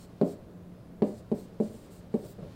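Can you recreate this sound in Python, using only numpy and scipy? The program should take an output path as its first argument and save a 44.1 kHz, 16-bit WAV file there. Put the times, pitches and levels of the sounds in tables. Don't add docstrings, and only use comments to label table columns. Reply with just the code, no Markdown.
import sys
import numpy as np
from scipy import signal
from scipy.fft import rfft, irfft, next_fast_len
from scipy.io import wavfile
from scipy.ndimage import map_coordinates

SR = 44100
rng = np.random.default_rng(int(sys.argv[2]) if len(sys.argv) > 2 else 0)


def output_pcm(signal):
    pcm = np.clip(np.atleast_2d(signal).T, -1, 1) * 32767
    wavfile.write(sys.argv[1], SR, np.round(pcm).astype(np.int16))


N = 112454

# start in seconds, level of the whole knock in dB, then trims in dB
TOUCH_DOWNS = [(0.2135, 1.4, -3, 2.5, 2, 0.78), (1.0205, 1.2, -1.5, -9, 5, 0.35),
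               (1.3163, -3.5, -5, 4, 0.5, 0.11), (1.601, -3, -11, 0, -5, 0), (2.1408, -3.5, -7.5, 5, 0, 0)]
# frequency in Hz, level in dB when struck on the writing line,
# level in dB when struck at height 1, seconds to full swing. The knock's level is added to both.
PANEL_MODES = [(176, -35, -22.5, 0.014), (207.4, -61, -24, 0.018), (221.8, -13.5, -17.5, 0.0056),
               (266.6, -30, -18.5, 0.01), (310.6, -21, -22.5, 0.0045), (403.1, -18, -17, 0.0042),
               (438.8, -22.5, -56, 0.0074), (504, -32, -15.5, 0.0016), (507.2, -38.5, -34.5, .010),
               (586.1, -32, -35, 0.011), (670.6, -43, -32.5, 0.0089), (784.5, -38.5, -38, 0.0052)]
# frequency in Hz, relative spectral level in dB.
FRAME_COLOUR = [(100, -53), (300, 0), (600, 6), (850, -1), (1050, -3), (1400, -21), (2500, -19.5),
                (5000, -31), (16000, -66)]
CLICK_COLOUR = [(300, -20), (1000, 6), (1700, 8.5), (2800, -0.5), (3500, -2), (4400, 5.5), (5800, -28.5),
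                (10000, -18), (16000, -27)]
CASING_COLOUR = [(100, -27), (180, -12), (240, -7.5), (310, 2), (420, -2.5), (600, 0), (800, -18),
                 (1100, -30), (2000, -41), (6000, -61)]
PEN_COLOUR = [(800, -25), (2000, -11), (3400, -5.5), (4400, -0.5), (5800, -6.5), (6800, -4), (7600, 0.5),
              (8100, -3.5), (8700, 1), (9500, -8.5), (16000, -16)]
CLICK_DB, CLICK_T60 = -42.5, 0.025
FRAME_DB, FRAME_T60 = -40, 0.13
TICK_DB, TICK_T60 = -61, 0.053
CASING_DB, CASING_T60 = -30, 0.22
CASING_RISE_S, CASING_HIGH_DB = 0.012, 4
RADIATE_HZ = 140
TAP_ROOM_DB = -15.5


def taps():
    out = np.zeros(N)
    radiation = signal.butter(2, RADIATE_HZ, "high", fs=SR, output="sos")
    for start, db, click_db, tick_db, frame_db, height in TOUCH_DOWNS:
        t = since(start)
        knock = amp(CLICK_DB + click_db) * burst(t, 0.000069, CLICK_T60) * noise(CLICK_COLOUR)
        knock += amp(FRAME_DB + frame_db) * burst(t, 0.00017, FRAME_T60) * noise(FRAME_COLOUR)
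        knock += amp(TICK_DB + tick_db) * burst(t, 0.00069, TICK_T60) * noise(PEN_COLOUR)
        for hz, line_db, high_db, swell in PANEL_MODES:
            swing = t / swell * np.exp(1 - t / swell)
            mode_db = line_db + height * (high_db - line_db)
            knock -= amp(mode_db) * swing * np.sin(2 * np.pi * hz * t)
        casing = burst(t, CASING_RISE_S, CASING_T60) * noise(CASING_COLOUR)
        knock += amp(CASING_DB + CASING_HIGH_DB * height) * casing
        knock = signal.sosfilt(radiation, knock)
        out += amp(db) * (knock + amp(TAP_ROOM_DB) * room(knock))
    return out


# start in seconds, end in seconds, level in dB,
# moment of top speed as a fraction of the stroke, level of the fine fizz in dB relative to the pen's hiss.
PEN_STROKES = [(-.07, 0.068, -60.5, 0.7, -9), (0.233, 0.356, -60.5, 0.55, -5),
               (1.02, 1.138, -64.5, 0.56, -8), (1.11, 1.22, -64.5, 0.6, -12), (1.329, 1.47, -63, 0.55, -4),
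               (1.601, 1.692, -63.5, 0, -17), (1.62, 1.91, -64.5, 0.5, -5), (1.9, 2.014, -63, 0.28, -3),
               (2.12, 2.272, -64.5, 0.94, -1.5), (2.245, 2.344, -62, 0.64, 2)]
# frequency in Hz, relative spectral level in dB.
FIZZ_COLOUR = [(3000, -40), (8000, -11), (10500, -6.5), (13000, -1), (15500, 0)]
SPEED_LAW = 0.81
GRIT_DB, DRIFT_DB = 0.7, 0.91
STROKE_ROOM_DB = -12.5


def strokes():
    t, out = np.arange(N) / SR, np.zeros(N)
    pen, fizz = noise(PEN_COLOUR), noise(FIZZ_COLOUR)
    for start, end, db, fastest, fizz_db in PEN_STROKES:
        top = start + np.clip(fastest, .05, .95) * (end - start)
        speed = np.sin(np.pi / 2 * np.interp(t, [start, top, end], [0, 1, 0]))
        hiss = nearby(pen, count=8) + amp(fizz_db) * nearby(fizz, count=8)
        out += amp(db) * speed ** SPEED_LAW * hiss
    out *= amp(GRIT_DB * wobble(400) + DRIFT_DB * wobble(45))
    return out + amp(STROKE_ROOM_DB) * room(out)


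ECHO_S, ECHO_DB = .007, -15


def nearby(x, count):
    echoes = sum(np.roll(x, int(SR * ECHO_S * u)) for u in rng.random(count))
    return unit(x + amp(ECHO_DB) * echoes)


# time in seconds, level in dB before a random wobble.
SLEEVE_LEVEL = [(0, -66), (.18, -62), (.4, -69), (.95, -80.5), (1.1, -69), (1.55, -62), (1.85, -60),
                (2.1, -63.5), (2.35, -62), (2.44, -58), (2.55, -56.5)]
# start in seconds, level in dB before the envelope.
WEIGHT_SHIFTS = [(2.237, -35.5), (2.38, -32.5), (2.424, -35), (2.46, -42)]
# frequency in Hz, relative spectral level in dB.
CLOTH_COLOUR = [(200, 13), (700, 5), (1500, -5), (2200, -6.5), (4200, -7), (6000, -13.5), (10000, -19.5),
                (16000, -29)]
THUD_COLOUR = [(30, -16), (80, -6.5), (155, 2), (280, -13), (450, -11), (590, -8.5), (800, -27),
               (1600, -34.5), (5000, -75)]
THUD_RISE_S, THUD_T60 = 0.0077, 0.16


def writer():
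    t = np.arange(N) / SR
    sleeve_db = np.interp(t, *np.transpose(SLEEVE_LEVEL)) + 1.4 * wobble(39.84)
    sleeve = amp(sleeve_db) * noise(CLOTH_COLOUR)
    thuds = sum(amp(db) * burst(since(start), THUD_RISE_S, THUD_T60) for start, db in WEIGHT_SHIFTS)
    return sleeve + thuds * noise(THUD_COLOUR)


# frequency in Hz, relative spectral level in dB.
AIR_COLOUR = [(25, -12), (50, -8.5), (85, -2.5), (150, -4.5), (190, -4), (240, -7.5), (330, -10),
              (450, -12.5), (600, -13), (800, -22.5), (1200, -26), (2300, -36), (4000, -40), (6500, -45),
              (15500, -47)]
# frequency in Hz, rms level in dB before a random wobble.
FAN_LINES = [(113, -62.5), (177.6, -60.5), (446.8, -70), (5039, -94)]
AIR_DB = -50.5


def ventilation():
    t = np.arange(N) / SR
    hum = np.zeros(N)
    for hz, db in FAN_LINES:
        level = amp(db + 6 * wobble(6.3)) * np.sqrt(2)
        hum += level * np.sin(2 * np.pi * hz * t + 0.23 * wobble(11))
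    return amp(AIR_DB) * noise(AIR_COLOUR) + hum


# frequency in Hz, seconds to fall by 60 dB.
ROOM_DECAY = [(120, 0.53), (250, 0.31), (600, 0.43), (2000, 0.39), (10000, 0.15)]
# frequency in Hz, relative level in dB.
ROOM_TINT = [(150, -3.5), (220, 0.5), (300, 1), (450, -2), (600, 1), (800, -0.5), (2000, 0)]
ROOM_DELAY_S = 0.019


def room(x):
    hz, t, z = signal.stft(rng.standard_normal(SR // 2), SR, nperseg=256)
    decay_db = -60 * t / along(ROOM_DECAY, hz)[:, None]
    shaped = z * amp(along(ROOM_TINT, hz)[:, None] + decay_db)
    tail = signal.istft(shaped, SR, nperseg=256)[1]
    tail = tail * np.clip(np.arange(len(tail)) / SR / ROOM_DELAY_S - .5, 0, 1)
    return signal.fftconvolve(x, tail / np.linalg.norm(tail))[:N]


def amp(db):
    return 10 ** (np.asarray(db) / 20)


def along(points, hz):
    f, v = np.transpose(points)
    return np.interp(np.log(hz + 1), np.log(f + 1), v)


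def filtered(x, response):
    m = next_fast_len(N + SR // 2)
    return irfft(rfft(x, m) * response(np.fft.rfftfreq(m, 1 / SR)), m)[:N]


def unit(x):
    return x / x.std()


def noise(colour):
    return unit(filtered(rng.standard_normal(N), lambda hz: amp(along(colour, hz))))


def wobble(rate):
    knots = rng.standard_normal(int(N * rate / SR) + 4)
    return map_coordinates(knots, [np.arange(N) * rate / SR])


def since(start):
    return np.maximum(np.arange(N) / SR - start, 0)


def burst(t, rise, t60):
    return (1 - np.exp(-t / rise)) * amp(-60 * t / t60)


def scene():
    return (taps() + strokes() + writer() + ventilation())[None]


TOP_HZ = 15800


def record(dry):
    return filtered(dry[0], lambda hz: hz < TOP_HZ)[None]


dry = scene()
out = record(dry)
output_pcm(out)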